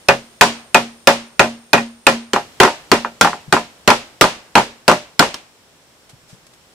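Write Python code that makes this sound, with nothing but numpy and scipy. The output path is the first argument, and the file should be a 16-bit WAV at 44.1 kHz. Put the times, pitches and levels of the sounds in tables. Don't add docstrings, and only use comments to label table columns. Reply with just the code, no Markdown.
import sys
import numpy as np
from scipy import signal
from scipy.fft import irfft, next_fast_len
from scipy.io import wavfile
from scipy.ndimage import uniform_filter1d

SR = 44100
rng = np.random.default_rng(int(sys.argv[2]) if len(sys.argv) > 2 else 0)


def pcm_store(signal):
    levels = np.round(np.clip(np.atleast_2d(signal), -1, 1) * 32767)
    wavfile.write(sys.argv[1], SR, levels.astype(np.int16).T)


N = 297234
RING = SR * 6 // 10

# start in s, force in dB, crack in dB re force, favoured pitch in Hz,
# air-column gain in dB.
BLOWS = [(0.0853, 3, -6.5, 982, -11), (0.4103, 0.5, 8.5, 978, -4), (0.745, 1, 0.5, 720, -3.5),
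         (1.0723, 0.5, 5.5, 567, -4), (1.394, 0.5, 0, 620, -0.5), (1.7313, 1, -1.5, 837, 1),
         (2.0669, 0.5, 3, 1700, 1), (2.333, -8.5, 0, 369, -23), (2.601, 0.5, 2.5, 390, -23),
         (2.916, -1, 1.5, 393, -5), (3.211, -8, 11.5, 1400, -29.5), (3.5248, -3.5, 1.5, 395, -17),
         (3.8761, 0, 1, 342, -15.5), (4.211, -5, 10.5, 1246, -17.5), (4.5533, 2, -3.5, 925, -12),
         (4.8795, -0.5, 0, 620, -22), (5.1932, -3, 6.5, 1510, -26)]
# start in s, force in dB, favoured pitch in Hz.
REBOUNDS = [(0.437, -17, 940), (1.102, -15.5, 860), (1.438, -14, 620), (1.777, -11.5, 1830),
            (2.3617, -9, 805), (2.632, -1, 1670), (2.65, -7, 380), (2.677, -12.5, 880), (2.95, -16.5, 1100),
            (3.048, -16, 1420), (3.2468, -5, 810), (3.274, -12.5, 810), (3.3315, -21.5, 810),
            (3.5664, -9.5, 1030), (3.9025, -1, 910), (4.2409, -5, 1010), (4.5786, -3.5, 900),
            (4.896, -5, 303), (4.9143, -5, 650), (5.226, -8, 540)]
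# nominal frequency in Hz, relative level in dB struck at place 0,
# the same at place 1, t60 in s before the knock's common fade.
POLE_MODES = [(130, -17.5, -25, 0.43), (174, -17.5, -16, 0.27), (204.8, -24.5, -17.5, 0.28),
              (227, -23.5, -5, 0.16), (259.4, -16.5, -10, 0.16), (300, -17, -11.5, 0.13),
              (380.3, -8, -3, 0.13), (418.8, -5, -4.5, 0.12), (517.3, -15, -5, .17), (554, -1.5, -13, 0.22),
              (596, -22, -7.5, 0.27), (624.5, -5.5, -10.5, 0.2), (714, -6.5, -5.5, 0.22),
              (811.2, -5.5, -4, 0.17), (871.4, 0.5, -6, 0.12), (939, -9, 3, 0.032), (932, -7, -7.5, 0.19),
              (1018, -3, -6.5, 0.15), (1048, -15, -20, 0.071), (1221, -13.5, -3, 0.098),
              (1362, -11.5, -9, 0.17), (1410, -3, -6.5, 0.11), (1535, -4.5, -7.5, 0.096),
              (1742, -5.5, -12.5, 0.15), (1903, -4.5, -10, 0.11), (2452, 0, -13.5, 0.14),
              (2564, 14, -10, 0.031), (2680, -4, -17.5, 0.046), (2806, -16, -16.5, 0.28)]
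# frequency in Hz, relative level in dB per Hz.
WALL_SPECTRUM = [(150, -20.5), (350, -7), (600, -5), (950, 2), (1500, -1.5), (2100, -4.5), (2600, -8.5),
                 (3500, -15.5), (6000, -23.5), (10000, -36), (16000, -48)]
# frequency in Hz, t60 in s before the common fade.
WALL_T60_S = [(200, 0.45), (900, 0.17), (2500, 0.22), (9000, 0.35)]
# frequency in Hz, relative level in dB per Hz.
CRACK_SPECTRUM = [(200, -8.5), (900, 3), (2500, 3.5), (4500, -0.5), (7500, -6), (11000, -18), (16000, -27)]
# frequency in Hz, relative level in dB per Hz.
THUD_SPECTRUM = [(20, -12), (50, -13.5), (90, -5), (140, 3), (300, 6.5), (500, 3), (1000, -28),
                 (4000, -62.5)]
# time in s, gain in dB before the crack's share.
THUD_DRIVE = [(0, -10.5), (0.75, -4), (1.7, -2.5), (3.2, 5), (4.6, 4.5), (5.2, -0.5)]
# frequency in Hz, relative level in dB per Hz.
WOODS_SPECTRUM = [(60, -14), (200, -9), (700, -3.5), (1500, -3.5), (2800, 3.5), (5000, 0.5), (7500, -4.5),
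                  (10000, -8), (15000, -22)]
# frequency in Hz, t60 in s before the common fade.
WOODS_T60_S = [(150, 0.56), (800, 0.69), (3000, 0.41), (7000, 0.37), (14000, 0.23)]
# start in s, level in dB.
STEPS = [(3.478, -31), (6.13, -43.5), (6.235, -49.5), (6.328, -39)]
# start in s, length in s (three times the rise), level in dB.
SCUFFS = [(6.091, 0.022, -44.5), (6.279, 0.077, -48), (6.466, 0.007, -43), (6.533, 0.017, -48.5)]
# frequency in Hz, relative level in dB per Hz.
AIR_SPECTRUM = [(15, -62), (25, -36), (49, -18), (130, -15), (285, -17.5), (405, -16.5), (575, -17),
                (624, -18), (818, -20), (1440, -21.5), (2550, -23.5), (3250, -23), (6380, -27.5),
                (7710, -27), (16000, -40)]
# time in s, level in dB.
AIR_LEVEL = [(0, -49), (2.3, -53.5), (2.4, -46), (5.5, -52), (6.7, -51.5)]
# start in s, end in s, centre in Hz, width in Hz, mean level in dB.
INSECTS = [(0, 2.33, 8960, 130, -57.5), (0, 2.33, 8730, 380, -62), (0, 2.33, 6350, 200, -70),
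           (0, 6.74, 5400, 700, -66), (2.33, 6.74, 7800, 900, -73)]
# frequency in Hz, correlation -1 to 1.
DIRECT = [(30, 0.37), (130, 1), (700, 1), (2000, 0.96), (6000, 0.22), (12000, 1)]
# frequency in Hz, correlation -1 to 1.
SCATTERED = [(30, 0.8), (130, 0.7), (280, 0.8), (500, 0.8), (1000, 0.5), (2000, -0.023), (4000, -0.026),
             (9000, 0.1)]


def hammering():
    out = np.zeros((2, N))
    for start_s, *row in BLOWS:
        add(out, start_s, blow(start_s, *row))
    for start_s, *row in REBOUNDS:
        add(out, start_s, landing(start_s, *row))
    rest_s = 5.342
    add(out, rest_s, resting_tap(rest_s))
    return out


def spot(s):
    move_s = 2.2
    return (0.2, 2, -1) if s < move_s else (0.84, 6.5, 8)


def blow(s, force_db, crack_db, favoured_hz, column_db):
    place, lift_db, _ = spot(s)
    lift_per_crack, thud_per_crack = 0.88, 0.43
    thud_db = np.interp(s, *np.transpose(THUD_DRIVE)) + thud_per_crack * crack_db
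    struck = knock(crack_db, thud_db, place, favoured_hz, lift_db + lift_per_crack * crack_db)
    return amp(force_db) * (struck + woods(crack_db, place)) + amp(column_db) * air_column()


def landing(s, force_db, favoured_hz, knock_db=-2):
    place, _, clack_db = spot(s)
    crack_per_force, clack_per_force = 0.99, 0.64
    crack_db = crack_per_force * force_db
    struck = amp(knock_db) * knock(crack_db, thud_db=-5.5, place=place, favoured_hz=favoured_hz, lift_db=8.5)
    clacking = amp(clack_db + clack_per_force * force_db) * clack()
    return amp(force_db) * (struck + woods(crack_db, place)) + clacking


def resting_tap(s, level_db=-37, crack_db=20):
    place, lift_db, _ = spot(s)
    struck = knock(crack_db, thud_db=8, place=place, favoured_hz=1200, lift_db=lift_db)
    return amp(level_db) * (struck + woods(crack_db, place))


def knock(crack_db, thud_db, place, favoured_hz, lift_db,
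          modes_db=-5, wall_db=-6, snap_db=6, splinter_db=-7, earth_db=-12):
    snap = amp(snap_db + crack_db) * fibres(DIRECT) * fade(t60_s=0.018, rise_s=0.001)
    splinter = amp(splinter_db + crack_db) * fibres(SCATTERED) * fade(t60_s=0.083, rise_s=0.0069)
    splinter *= grain(depth_db=3)
    tube = amp(modes_db) * pole(place, favoured_hz, lift_db) * fade(t60_s=0.71, rise_s=0.00045)
    wall = amp(wall_db + 0.34 * crack_db) * dying(WALL_SPECTRUM, WALL_T60_S)
    wall *= fade(t60_s=1.3, rise_s=0.00083) * grain(depth_db=1.0)
    thud = amp(earth_db + thud_db) * coloured(THUD_SPECTRUM, RING, DIRECT)
    thud *= fade(t60_s=0.15, rise_s=0.0022)
    return snap + splinter + tube + wall + thud


def fibres(likeness, ripple_db=5.0):
    knots_hz = np.linspace(0, SR / 2, num=90)
    ripple = ripple_db * rng.standard_normal(len(knots_hz))
    return noise(lambda hz: amp(read(CRACK_SPECTRUM, hz) + np.interp(hz, knots_hz, ripple)), RING, likeness)


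def pole(place, favoured_hz, lift_db, scatter_db=1.64, detune=0.007, spread_hz=1100,
         octaves=0.14, swell_s=0.0026, diffuse_s=0.01):
    hz, first_db, second_db, t60_s = np.transpose(POLE_MODES)[:, :, None]
    size, tune, apart = rng.standard_normal((3, len(POLE_MODES), 1))
    t = np.arange(RING // 2) / SR
    place = np.clip(place, 0, 1)

    near = np.exp(-0.5 * (np.log2(hz / favoured_hz) / octaves) ** 2)
    place_db = first_db + place * (second_db - first_db)
    height = amp(place_db + lift_db * near + scatter_db * size)

    tuned_hz = hz * (1 + detune * tune)
    start_phase = 2 * np.pi * rng.random(hz.shape)
    ring = np.exp((2j * np.pi * tuned_hz - np.log(1000) / t60_s) * t + 1j * start_phase)
    build_s = swell_s * np.sqrt(spread_hz / hz)
    ring *= height * (1 - np.exp(-t / build_s))

    phase_gap = apart * np.minimum(hz / spread_hz, 2)
    wide = np.exp(1j * phase_gap * [-0.5, 0.5]).T @ ring
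    straight = np.exp(-t / diffuse_s)
    stereo = (straight * ring.sum(0) + (1 - straight) * wide).imag
    return np.pad(stereo, ((0, 0), (0, RING - len(t))))


def air_column(hz=233.0, level_db=-6.0):
    turns = hz * np.arange(RING) / SR + rng.random()
    swell = fade(t60_s=0.7, rise_s=0.044) ** 2
    return amp(level_db) * np.sin(2 * np.pi * turns) * swell * np.ones((2, 1))


def clack(hz=900, level_db=5, echo_db=-14):
    t = np.arange(RING) / SR
    glide_s, echo_s = 0.0007, 0.0085
    turns = hz * (t + glide_s * (1 - np.exp(-t / glide_s)))
    pulse = amp(level_db) * np.sin(2 * np.pi * turns) * fade(t60_s=0.008, rise_s=0.0006)
    echo = np.interp(t - echo_s, t, pulse, left=0)
    return (pulse + amp(echo_db) * echo) * np.ones((2, 1))


def woods(crack_db, place, level_db=-21, far_db=3.5):
    tail = dying(WOODS_SPECTRUM, WOODS_T60_S) * fade(t60_s=3.5, rise_s=0.0061) * grain(depth_db=0.5)
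    return amp(level_db + 0.9 * crack_db + far_db * place) * tail


def scuffs():
    out = np.zeros((2, N))
    for start_s, level_db in STEPS:
        add(out, start_s, amp(level_db) * rub(length_s=0.019, hz=135, width_hz=120))
    for start_s, length_s, level_db in SCUFFS:
        add(out, start_s, amp(level_db) * rub(length_s, hz=3500, width_hz=13600))
    return out


def rub(length_s, hz, width_hz):
    u = 3 * np.arange(RING) / SR / length_s
    return band(hz, width_hz, RING) * u * np.exp(1 - u)


def outdoors():
    t = np.arange(N) / SR
    level_db = np.interp(t, *np.transpose(AIR_LEVEL))
    air = amp(level_db) * coloured(AIR_SPECTRUM, next_fast_len(N))[:, :N]
    return air + insects(t)


def insects(t):
    out = np.zeros((2, N))
    for start_s, end_s, hz, width_hz, level_db in INSECTS:
        waver_db = np.interp(t, np.linspace(0, t[-1], num=80), rng.standard_normal(size=80))
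        active = (t > start_s) & (t < end_s)
        singing = uniform_filter1d(1.0 * active, size=1500)
        out += amp(level_db + waver_db) * singing * band(hz, width_hz, next_fast_len(N))[:, :N]
    return out


def noise(gain, size, likeness=SCATTERED):
    hz = np.fft.rfftfreq(size, 1 / SR)
    mid, side = np.exp(2j * np.pi * rng.random((2, len(hz))))
    alike = np.clip(read(likeness, hz), -1, 1)
    mid = mid * np.sqrt(1 + alike)
    side = side * np.sqrt(1 - alike)
    return unit(irfft(np.array([mid + side, mid - side]) * gain(hz), size))


def coloured(spectrum, size, likeness=SCATTERED):
    return noise(lambda hz: amp(read(spectrum, hz)), size, likeness)


def band(centre_hz, width_hz, size):
    return noise(lambda hz: 1 / (1 + ((hz - centre_hz) / (width_hz / 2)) ** 4), size)


def dying(spectrum, t60_points):
    hz, t, bins = signal.stft(coloured(spectrum, RING), SR, nperseg=256)
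    decay = np.exp(-np.log(1000) * t / read(t60_points, hz)[:, None])
    return signal.istft(bins * decay, SR, nperseg=256)[1][:, :RING]


def fade(t60_s, rise_s):
    t = np.arange(RING) / SR
    return (1 - np.exp(-t / rise_s)) * np.exp(-np.log(1000) * t / t60_s)


def grain(depth_db):
    knots = np.linspace(0, RING, num=300)
    wander = np.interp(np.arange(RING), knots, rng.standard_normal(len(knots)))
    return unit(amp(depth_db * wander))


def amp(db):
    return 10 ** (np.asarray(db) / 20)


def unit(x):
    return x / np.sqrt(np.mean(x ** 2) + 1e-20)


def read(points, hz):
    f, value = np.transpose(points)
    return np.interp(np.log(hz + 1), np.log(f), value)


def add(mix, start_s, sound):
    part = mix[:, round(start_s * SR):][:, :sound.shape[1]]
    part += sound[:, :part.shape[1]]


def scene():
    return hammering() + scuffs() + outdoors()


def record(dry, ceiling=1.0, edge_hz=15700):
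    clipped = dry / (1 + (dry / ceiling) ** 8) ** (1 / 8)
    lowpass = signal.firwin(255, edge_hz, window=("kaiser", 8), fs=SR)
    return signal.oaconvolve(clipped, lowpass[None], "same", axes=1)


dry = scene()
out = record(dry)
pcm_store(out)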